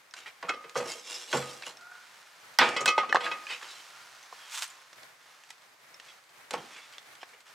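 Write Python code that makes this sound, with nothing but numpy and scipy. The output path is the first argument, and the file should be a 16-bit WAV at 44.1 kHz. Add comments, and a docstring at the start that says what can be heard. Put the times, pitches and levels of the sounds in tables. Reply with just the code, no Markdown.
"""Loading a steel drum stove

Split firewood goes into a stove in a snowy wood, a few metres away. Sticks knock, scrape and clatter;
each blow on the steel booms in the drum and rings the rim of the opening. A jacket rustles as cloth
rubs on cloth, and a hand rakes crunchy scraps off the icy ground. Underneath are the soft wash of
outdoor air, tiny ticks from the fire and three faint, far-off tones."""
import sys
import numpy as np
from scipy import signal
from scipy.fft import rfft, irfft
from scipy.io import wavfile
from scipy.ndimage import uniform_filter1d, map_coordinates

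SR = 44100
rng = np.random.default_rng(int(sys.argv[2]) if len(sys.argv) > 2 else 0)


def digitize_waveform(pressure):
    """Quantize a signal to 16-bit integers and store it at the path in sys.argv[1].

    Rows of a 2-D input are taken as channels; values are limited to [-1, 1].
    """
    field = np.atleast_2d(pressure).T
    bounded = np.clip(field, -1, 1)
    quanta = np.round(bounded * 32767).astype(np.int16)
    wavfile.write(sys.argv[1], SR, quanta)


N = 332822
T = np.arange(SR) / SR  # one second of time, counted from the start of a sound

# tone colour of the outdoor air: f/Hz, level/dB
AIR_COLOUR = [(15, -81), (25, -24), (74, -20), (127, -7.5), (223, -11.5), (677, -1), (1520, 0.5),
              (2160, 0.5), (2610, -4.5), (2910, -6), (5140, -10), (7510, -13), (14800, -19.5), (16000, -28)]
# how alike the air is in both ears: f/Hz, likeness (1 = the same)
EAR_LIKENESS = [(60, 1), (240, 0.55), (950, 0.37), (3770, 0.071), (15000, 0.71)]
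# tone colour of a dry crack of wood: f/Hz, level/dB
CRACK_COLOUR = [(100, -66), (600, 5.5), (2000, 12.5), (5000, 9), (8000, 5.5), (12000, -10.5), (16000, -12)]
# tone colour of rubbing canvas: f/Hz, level/dB
CLOTH_COLOUR = [(60, -55), (300, -21), (700, -3), (1300, 3.5), (2800, -1.5), (6000, -5), (10000, -14.5),
                (16000, -26.5)]
# arm movements that rustle the jacket: start/s, length/s, level/dB
ARM_MOVES = [(0.2, 7.3, -59.5), (1.9, 0.77, -59.5), (3.09, 2.1, -52), (4.32, 0.7, -53),
             (5.194, 0.52, -59.5), (6, 0.26, -57.5), (6.51, 0.67, -53), (7.175, 0.3, -62.5),
             (7.455, .12, -56.5)]
# knocks of wood (a ring time is how long a sound takes to fade by 60 dB):
# t/s, ring peak/dB, stick pitch/Hz, ring time/s, crack peak/dB, crack treble limit/Hz
WOOD_KNOCKS = [(0.11, -42, 5500, 0.027, -57, 9000), (.138, -41, 1510, 0.18, -30, 9000),
               (.188, -44, 1450, .03, -33, 14000), (0.26, -34, 1900, 0.12, -44, 4000),
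               (.427, -31, 1950, .03, -36.5, 6000), (.492, -18.5, 2200, 0.082, -17.5, 5500),
               (.494, -29, 1170, 0.053, -31, 6000), (0.695, -51, 3400, .02, -35.5, 14000),
               (.755, -22.5, 1186, 0.083, -42, 5000), (0.919, -28.5, 6680, 0.052, -26.5, 9000),
               (1.328, -39, 2230, 0.025, -16, 4200), (1.343, -23.5, 600, .052, -28, 6000),
               (1.372, -28, 7440, 0.034, -28, 15000), (1.623, -37.5, 1600, 0.068, -32, 5000),
               (1.671, -35, 744, 0.033, -41, 8000), (1.771, -37, 5470, 0.027, -45, 12000),
               (2.5873, -9, 1944, 0.088, -16.5, 6500), (2.5877, -1.5, 4980, 0.0072, -22.5, 17000),
               (2.69, -43, 3000, .02, -21.5, 12000), (2.858, -14.5, 1497, 0.092, -12.5, 17000),
               (2.979, -11, 875, 0.048, -28, 4500), (3.033, -21.5, 1114, 0.1, -36, 5000),
               (3.1263, -6, 1740, 0.022, -25.5, 8000), (3.1459, -11.5, 835, 0.019, -26.5, 9000),
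               (3.1519, -9, 1070, .035, -31, 6000), (3.1578, -6, 1660, .014, -21, 5000),
               (3.168, -13, 1110, 0.024, -30, 5000), (3.264, -20, 1650, 0.091, -61, 8000),
               (3.468, -27.5, 2490, 0.072, -38, 6000), (4.228, -45, 6120, 0.17, -44, 14000),
               (4.326, -32, 1034, 0.045, -40, 4000), (4.622, -28, 3200, 0.013, -20, 12000),
               (4.678, -38, 9000, 0.033, -51, 15000), (4.701, -40, 7060, 0.074, -56, 15000),
               (4.93, -44, 1680, .018, -40, 8000), (5.032, -49, 610, 0.043, -41.5, 8000),
               (5.437, -44, 2600, .02, -43, 10000), (5.504, -35, 1960, 0.053, -33, 14000),
               (5.943, -40, 5380, 0.056, -48, 16000), (5.999, -38, 2720, 0.021, -37, 9000),
               (6.508, -36, 1240, 0.034, -26, 14000), (6.54, -21.5, 840, 0.049, -27.5, 2200),
               (6.982, -32, 3370, 0.021, -35, 5000), (7.153, -46, 3300, .031, -41.5, 10000),
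               (7.23, -32, 800, 0.018, -32, 2500)]
# the notes a split stick rings at: multiple of its pitch, level/dB, share of its ring time
STICK_NOTES = [(0.456, -4.5, 0.87), (0.68, 1, 0.72), (0.999, 8.5, 0.69), (1.172, 4.5, 0.29),
               (1.661, -8.5, 0.54), (2.45, -14, 0.81), (3.1, -20, 0.65)]
# strokes of sliding wood (a narrow width squeaks):
# start/s, length/s, level/dB, pitch/Hz, width/octaves, steel ring compared with the grit/dB
SLIDES = [(0.134, 0.15, -46, 2530, 0.78, -23), (0.257, 0.058, -38, 2160, 0.22, -24.5),
          (0.479, 0.045, -26.5, 1325, 0.028, -36), (0.743, 0.11, -36.5, 5250, 1.2, -2),
          (0.827, 0.22, -38.5, 6440, 1.4, -21), (1.016, 0.35, -38.5, 5500, 0.92, -17),
          (1.27, 0.25, -36.5, 6850, 1.6, -16), (1.415, 0.32, -45.5, 5160, 2.4, -16),
          (1.629, 0.023, -39.5, 2400, 0.19, -23), (1.643, .1, -40, 3660, 1.3, -21),
          (2.801, 0.036, -34.5, 6600, 0.12, -8), (3.223, 0.1, -35, 2520, 0.43, -5.5),
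          (3.475, 0.12, -32.5, 2460, 0.29, -25), (3.604, 0.087, -40, 1680, 0.55, -30),
          (3.613, 0.3, -48, 4150, 0.92, -28), (4.365, 0.24, -51, 3280, 0.0072, -33),
          (6.067, 0.075, -52, 3000, 0.45, -25), (6.528, 0.036, -35, 1500, 1.1, -2.5),
          (6.56, 0.087, -51.5, 3200, .012, -22), (6.665, .28, -51, 2480, 0.28, -27),
          (6.748, .075, -46, 1960, .3, -20), (6.923, 0.058, -51, 2310, 0.3, -26),
          (7.205, 0.043, -50, 2430, 0.45, -28), (7.323, 0.05, -54.5, 1990, 0.33, -7)]
# tone colour of rough wood slipping: f/Hz, level/dB
GRIT_COLOUR = [(60, -38), (300, 7), (900, 8), (3000, -1), (7500, -5.5), (11000, -8.5), (16000, -22)]
# pitches that stand out in a rubbed stick: f/Hz, width/Hz, level over the plain grit/dB
RASP_PEAKS = [(1140, 130, -8.5), (1580, 180, -10), (2214, 100, 4.5), (2766, 110, 6.5), (3230, 135, 9),
              (3920, 210, 7), (4750, 210, 6.5), (5630, 190, 9.5), (6320, 145, 5.5), (7030, 150, 7),
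              (7460, 160, 4.5), (8720, 82, 5.5)]
# blows on the steel: t/s, shell/dB, boom/dB, rim/dB, hardness/Hz (higher is brighter)
STEEL_BLOWS = [(0.426, -42, -48, -60, 1920), (.493, -45.5, -48.5, -35.5, 2800),
               (.535, -60, -52, -48.5, 5500), (.639, -55, -53.5, -53.5, 3150),
               (.757, -37, -33.5, -45, 1220), (.80, -42.5, -42.5, -44, 1460),
               (.855, -49.5, -44.5, -58, 1410), (0.946, -74, -53.5, -75, 1500),
               (1.329, -32, -33, -61, 1490), (1.341, -35.5, -36, -58, 1070), (1.359, -53, -46, -70, 50),
               (1.421, -61, -67, -43.5, 1800), (1.667, -51, -64, -70, 1190), (2.5876, -21, -49, -30, 5600),
               (2.61, -22.5, -32.5, -34, 3820), (2.763, -40, -59, -30.5, 5900),
               (2.803, -42, -41.5, -42, 1450), (2.859, -50, -54, -31.5, 8000), (2.876, -44, -57, -23, 9700),
               (2.978, -35, -50, -29.5, 3540), (3.091, -60, -45.5, -40, 4460),
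               (3.154, -46, -45.5, -36, 1990), (3.205, -40.5, -51, -40.5, 5500),
               (3.26, -41, -66, -42, 3570), (3.313, -44.5, -75, -36, 3900), (6.508, -48, -52, -76, 1500),
               (6.54, -41, -64, -58, 1180), (6.55, -50, -53, -68, 260)]
# the strongest notes of the drum's shell: f/Hz, level/dB, ring time/s
SHELL_NOTES = [(802, -4, 0.33), (870, -19, 0.23), (933, 1, 0.17), (930, -3, 0.14), (1100, 3, 0.24),
               (1450, -1, 0.15), (1513, 13.5, 0.089), (1848, -10, 0.067), (2010, 12, 0.083), (2230, 2, .28),
               (2306, -1.5, 0.58), (2480, 0, 0.51), (2840, -2, 0.26), (3920, -1, 0.14)]
# the shell's countless weaker notes, blurred into noise: f/Hz, level/dB, ring time/s
SHELL_NOISE = [(40, -54, 0.4), (80, -19, 0.4), (140, -9, 0.35), (300, -5.5, 0.84), (530, -5, 0.79),
               (890, 9, 0.3), (2200, 3.5, 0.47), (3350, 5, 0.11), (6300, -12.5, 0.81), (10300, -19.5, 0.9),
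               (16400, -33, 0.22)]
# the low notes of the hollow drum: f/Hz, level/dB, ring time/s
BOOM_NOTES = [(85.5, -24, 0.52), (135, -17.5, 0.56), (169.5, -13.5, 0.42), (233.8, -7.5, 0.34),
              (261, -4.5, 0.21), (356.3, 1, 0.18), (400, -1.5, 0.24), (442, 1.5, 0.22), (462.5, 3, 0.26),
              (492, 3, 0.55), (556.5, 6.5, 0.29), (658, -0.5, 0.37)]
# the notes of the steel rim: f/Hz, level/dB, ring time/s
RIM_NOTES = [(361.4, -32, 0.33), (487.3, -15.5, 0.18), (547.3, -16, 0.41), (1190, -12.5, 0.44),
             (1248, -7, 0.73), (1300, -15.5, 0.22), (1502, -12, 0.23), (1985, -5.5, 0.15), (2130, -6, 0.18),
             (2560, 1.5, 0.11), (2590, -1.5, 0.084), (3030, -10, 0.13), (3314, -1, 0.099), (3860, -9, 0.11),
             (4200, 1, 0.047), (4670, -15, 0.16), (4970, -9, 0.1), (5590, -7, 0.12), (5630, -18, 0.055),
             (5700, -20, 0.14), (6940, -31, .12), (7450, -36, .13)]
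# thin tones far off: start/s, length/s, level/dB, starting pitch/Hz
FAR_TONES = [(1.778, .33, -49.5, 1425), (3.87, 0.28, -57, 1375), (4.664, 0.39, -64, 1059)]
# loudness of a hand raking the icy ground: t/s, level/dB
RAKE_LEVELS = [(4.47, -67), (4.515, -46.5), (4.55, -37.5), (4.59, -39.5), (4.605, -46), (4.625, -35),
               (4.648, -40.5), (4.67, -55), (4.76, -66)]
# tone colour of breaking ice crumbs: f/Hz, level/dB
ICE_COLOUR = [(60, -55), (450, -31), (900, -0.5), (2100, 0.5), (3600, 0.5), (5000, -3), (7000, -0.5),
              (8800, -4), (10500, -12.5), (13500, -14), (16000, -29)]
# tone colour of the nearby echoes (short waves scatter most): f/Hz, level/dB
ECHO_COLOUR = [(100, -13), (500, -8.5), (1500, -2), (4000, 3.5), (12000, 3.5)]
# balance between the ears: f/Hz, left minus right/dB
BALANCE = [(60, 0), (1000, -1.6), (2200, -0.7), (4500, -2), (8000, -1.5), (13000, 0.5)]


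def amp(db):
    """Turns decibels into a number to multiply by."""
    return 10 ** (np.asarray(db) / 20)


def unit_level(x):
    """Scales a sound so its average strength (rms) is 1."""
    return x / np.sqrt(np.mean(x ** 2) + 1e-20)


def look_up(table, hz):
    """Reads between a table's rows, with octaves evenly spaced."""
    f, value = np.transpose(table)
    return np.interp(np.log(hz + 1), np.log(f + 1), value)


def coloured(x, table):
    """Gives a sound the tone colour in a table."""
    return irfft(rfft(x) * amp(look_up(table, np.fft.rfftfreq(x.shape[-1], 1 / SR))), x.shape[-1])


def add(mix, start, sound):
    """Adds a sound to the mix, start seconds in."""
    part = mix[round(start * SR):][:len(sound)]
    part += sound[:len(part)]


def wobble(shape, samples):
    """A random wiggle; smoothing over more samples makes it slower."""
    return unit_level(uniform_filter1d(rng.standard_normal(shape), size=samples))


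def grains(count, per_s, spread_db):
    """Tiny clicks of uneven size at random moments."""
    size = amp(spread_db * np.minimum(rng.exponential(1, count), 4)) * rng.standard_normal(count)
    return unit_level(size * (rng.random(count) < per_s / SR))


def swell(start, length, skew):
    """One smooth rise and fall of height 1; a skew under 1 brings the top earlier."""
    progress = np.clip((np.arange(N) / SR - start) / length, 0, 1)
    return np.sin(np.pi * progress ** skew)


def softened(x, corner_hz):
    """Dulls the treble, as a soft blow does, then sets the first 50 ms to strength 1."""
    pole = np.exp(-2 * np.pi * corner_hz / SR)
    x = signal.lfilter([1 - pole], [1, -2 * pole, pole * pole], x)
    return x / np.sqrt(np.mean(x[:SR // 20] ** 2))


def octaves(x):
    """Splits a sound into overlapping octave bands; returns their centres and the bands."""
    centres = SR / 2 ** np.arange(10, 1, -1.) * np.sqrt(2)
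    place = np.log2(np.fft.rfftfreq(len(x), 1 / SR) + 1)
    shares = np.array([np.interp(place, np.log2(centres), row) for row in np.eye(len(centres))])
    return centres[:, None], irfft(rfft(x) * shares, len(x))


def air(level_db=-59, drift_db=-2.3):
    """The wash of the woods and the draught of the fire: noise that drifts gently in level."""
    left, other = rfft(rng.standard_normal((2, N)))
    likeness = np.clip(look_up(EAR_LIKENESS, np.fft.rfftfreq(N, 1 / SR)), -1, 1)
    right = likeness * left + np.sqrt(1 - likeness ** 2) * other
    wash = coloured(irfft(np.array([left, right]), N), AIR_COLOUR)
    return amp(level_db + drift_db * wobble(N, samples=6000)) * unit_level(wash)


def embers(level_db=-70, fade_s=0.071):
    """Burning wood gives off small, scattered ticks."""
    tick = coloured(rng.standard_normal(SR), CRACK_COLOUR) * amp(-60 * T / fade_s)
    ticks = signal.oaconvolve(grains(N, per_s=15, spread_db=-0.5), tick)[:N]
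    return amp(level_db) * unit_level(ticks)


def jacket(rest_db=-67.5):
    """Canvas rubs on canvas: one swell for each arm movement, and a slight stir at rest."""
    moves = sum((amp(db) * swell(start, length, skew=0.44)) ** 2 for start, length, db in ARM_MOVES)
    speed = np.sqrt(amp(rest_db) ** 2 + moves)
    return speed * unit_level(coloured(grains(N, per_s=9000, spread_db=-0.2), CLOTH_COLOUR))


def knocks(crack_s=0.025, tail_s=0.09, tail_db=-19, low_cut_hz=260):
    """A stick rings briefly under the dry crack of its surface; it is too small to give off bass."""
    out, t = np.zeros(N), T[:SR // 5]
    ratio, db, share = np.transpose(STICK_NOTES)[:, :, None]
    sign = (-1) ** np.arange(len(STICK_NOTES))[:, None]
    snap = amp(-60 * t / crack_s) + amp(tail_db - 60 * t / tail_s)
    for start, peak_db, hz, ring_s, crack_db, bright_hz in WOOD_KNOCKS:
        fade = amp(db - 60 * t / (ring_s * share))
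        ring = (sign * fade * np.sin(2 * np.pi * hz * ratio * t)).sum(0)
        treble_cut = signal.butter(2, min(bright_hz, .45 * SR), fs=SR)
        crack = signal.lfilter(*treble_cut, coloured(rng.standard_normal(len(t)), CRACK_COLOUR) * snap)
        add(out, start, amp(peak_db) * ring / abs(ring).max() + amp(crack_db) * crack / abs(crack).max())
    return signal.sosfilt(signal.butter(2, low_cut_hz, "highpass", fs=SR, output="sos"), out)


def rasp(count, per_s, spread_db, shift=0.034, wander_db=4.5, wander_per_s=30, slide=.02):
    """Tiny slips ring the stick's own pitches, which come, go and slide as the touching point moves."""
    grit = coloured(grains(count, per_s, spread_db), GRIT_COLOUR)
    out = grit.copy()
    for hz, width, db in RASP_PEAKS:
        detune, *wander = rng.standard_normal(64)
        steps = amp(db + wander_db * np.array(wander))
        gain = np.interp(T[:count] * wander_per_s, np.arange(len(steps)), steps)
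        peak = signal.iirpeak(hz * (1 + shift * detune), hz / width, fs=SR)
        out += gain * signal.lfilter(*peak, grit)
    speed = 1 + slide * unit_level(uniform_filter1d(wobble(count, samples=1500), size=1500))
    return map_coordinates(out, [np.cumsum(speed)], order=3, mode="mirror")  # uneven speed bends pitch


def steel_notes(table, ring_scale, spread_db=4.5, rise_s=0.002, detune=0.0036):
    """Steel rings at its own notes (one row each), a little differently wherever it is touched."""
    hz, db, ring_s = np.transpose(table)[:, :, None]
    strength = amp(db + spread_db * rng.standard_normal(hz.shape))
    phase = 2 * np.pi * rng.random(hz.shape)
    hz = hz * (1 + detune * rng.uniform(-1.23, 1, hz.shape))
    fade = amp(-60 * T / (ring_s * ring_scale))
    return strength * fade * np.cos(2 * np.pi * hz * T + phase) * (1 - np.exp(-T / rise_s))


def scrapes(ends_db=-19, judder_db=1.0, hardest_at=0.27):
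    """Rough wood slides, catching and slipping; the slips rasp in the stick and ring the steel."""
    out, count = np.zeros(N), SR // 2
    f = np.fft.rfftfreq(count, 1 / SR) + 1
    for start, length, db, hz, width, steel_db in SLIDES:
        judder = wobble(count, samples=300)
        # 0 where the wood presses hardest, 1 at both ends of the stroke
        slack = np.interp(T[:count] / length, [0, hardest_at, 1], [1, 0, 1])
        force = amp(ends_db * slack ** 1.14 + judder_db * judder) * np.clip(8 * (1 - slack), 0, 1)
        band = 1 / np.sqrt(1 + (np.log2(f / hz) / width) ** 2)
        grit = unit_level(irfft(rfft(rasp(count, per_s=4000, spread_db=-0.5)) * band, count))
        damped = steel_notes(RIM_NOTES + BOOM_NOTES[4:], ring_scale=0.16)  # the stick presses on it
        ring = softened(damped.sum(0), corner_hz=2640)
        rubbing = rng.standard_normal(count) * force
        steel = signal.fftconvolve(rubbing, ring / np.linalg.norm(ring))[:count]
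        add(out, start, amp(db) * (grit * force + amp(steel_db) * steel))
    return out


def build_up(hz, cycles):
    """Low bending waves travel slowly round the drum, so the bass arrives after the treble."""
    return 1 - np.exp(-(T * hz / cycles) ** 2)


def rim_clang(ring_scale, buzz_db=-6, buzz_s=0.091, rise_s=0.0021):
    """The rim rings while the stick buzzes briefly against it."""
    buzz = rasp(SR, per_s=3300, spread_db=0.0) * amp(-60 * T / buzz_s)
    ring = steel_notes(RIM_NOTES, ring_scale, spread_db=2.5).sum(0)
    return (unit_level(ring) + amp(buzz_db) * unit_level(buzz)) * (1 - np.exp(-T / rise_s))


def stove(notes_db=-5.0, rebound_hz=5500, pressed_scale=0.73):
    """Each blow sets off the crash of the shell, the boom of the hollow drum and the clang of the rim."""
    out, noise_table = np.zeros(N), np.array(SHELL_NOISE)
    centres, _ = octaves(T)
    crash_s = look_up(noise_table[:, ::2], centres)
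    crash_rise = build_up(centres, cycles=1.6)
    boom_rise = build_up(np.array(BOOM_NOTES)[:, :1], cycles=2.1)
    for start, shell_db, boom_db, rim_db, hard_hz in STEEL_BLOWS:
        # a hard blow bounces off; a soft one stays pressed on and shortens the ring
        ring_scale = max(pressed_scale, (hard_hz / rebound_hz) ** 0.32)
        _, bands = octaves(coloured(rng.standard_normal(SR), noise_table[:, :2]))
        crash = (bands * crash_rise * amp(-60 * T / (ring_scale * crash_s))).sum(0)
        notes = steel_notes(SHELL_NOTES, ring_scale).sum(0)
        shell = unit_level(crash) + amp(notes_db) * unit_level(notes)
        boom = (steel_notes(BOOM_NOTES, ring_scale) * boom_rise).sum(0)
        for db, part in (shell_db, shell), (boom_db, boom), (rim_db, rim_clang(ring_scale)):
            add(out, start, amp(db) * softened(part, hard_hz))
    return out


def far_tones(rise_hz_per_s=120, waver=0.0325, flutter_db=3.5, octave_below_db=-13):
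    """Each faint, hoarse tone swells and rises slightly, with a weaker one an octave below."""
    out = np.zeros(N)
    jitter, flutter = wobble((2, N), samples=110)
    for start, length, db, pitch_hz in FAR_TONES:
        hz = pitch_hz + rise_hz_per_s * (np.arange(N) / SR - start)
        phase = 2 * np.pi * np.cumsum(hz * (1 + waver * jitter)) / SR
        level = amp(db + flutter_db * flutter) * swell(start, length, skew=0.59)
        out += level * (np.sin(phase) + amp(octave_below_db) * np.sin(phase / 2))
    return out


def ice_crunch(clump_db=1.5):
    """Icy crumbs break in dense clumps under the raking hand."""
    level_db = np.interp(np.arange(N) / SR, *np.transpose(RAKE_LEVELS), left=-np.inf, right=-np.inf)
    clumps = wobble(N, samples=250)
    crumbs = coloured(grains(N, per_s=8500, spread_db=-2.2), ICE_COLOUR)
    return amp(level_db + clump_db * clumps) * unit_level(crumbs)


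def echoes(x, near_db=-13, near_s=0.12, trees_db=-25, trees_s=0.81):
    """Sound bounces quickly off a pallet and a shed wall, then faintly and dully off the trees."""
    near, trees = rng.standard_normal((2, SR)) * (rng.random((2, SR)) < .1)
    near = near * amp(-60 * T / near_s) * (T > .001)
    near = amp(near_db) * coloured(near / np.linalg.norm(near), ECHO_COLOUR)[:SR // 4]
    trees = softened(trees * amp(-60 * T / trees_s) * (1 - np.exp(-T / 0.0055)), corner_hz=4000)
    trees = amp(trees_db) * trees / np.linalg.norm(trees)
    return signal.oaconvolve(x, near)[:N] + signal.oaconvolve(x, trees)[:N]


def scene():
    """The sounds and their echoes sit a little right of centre, with the air all around."""
    direct = stove() + knocks() + scrapes() + jacket() + ice_crunch() + embers() + far_tones()
    ears = [coloured(direct + echoes(direct), [(hz, side * db / 2) for hz, db in BALANCE])
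            for side in (1, -1)]
    return np.array(ears) + air()


def record(dry, low_cut_hz=54, ceiling=0.7, high_cut_hz=16000):
    """Cuts the deep bass, gently squashes the loudest peaks and removes the highest treble."""
    dry = signal.sosfilt(signal.butter(2, low_cut_hz, "highpass", fs=SR, output="sos"), dry)
    squashed = dry / (1 + (dry / ceiling) ** 4) ** .25
    treble_cut = signal.firwin(255, high_cut_hz, window=("kaiser", 9), fs=SR)
    return signal.oaconvolve(squashed, treble_cut[None], "same")


dry = scene()
out = record(dry)
digitize_waveform(out)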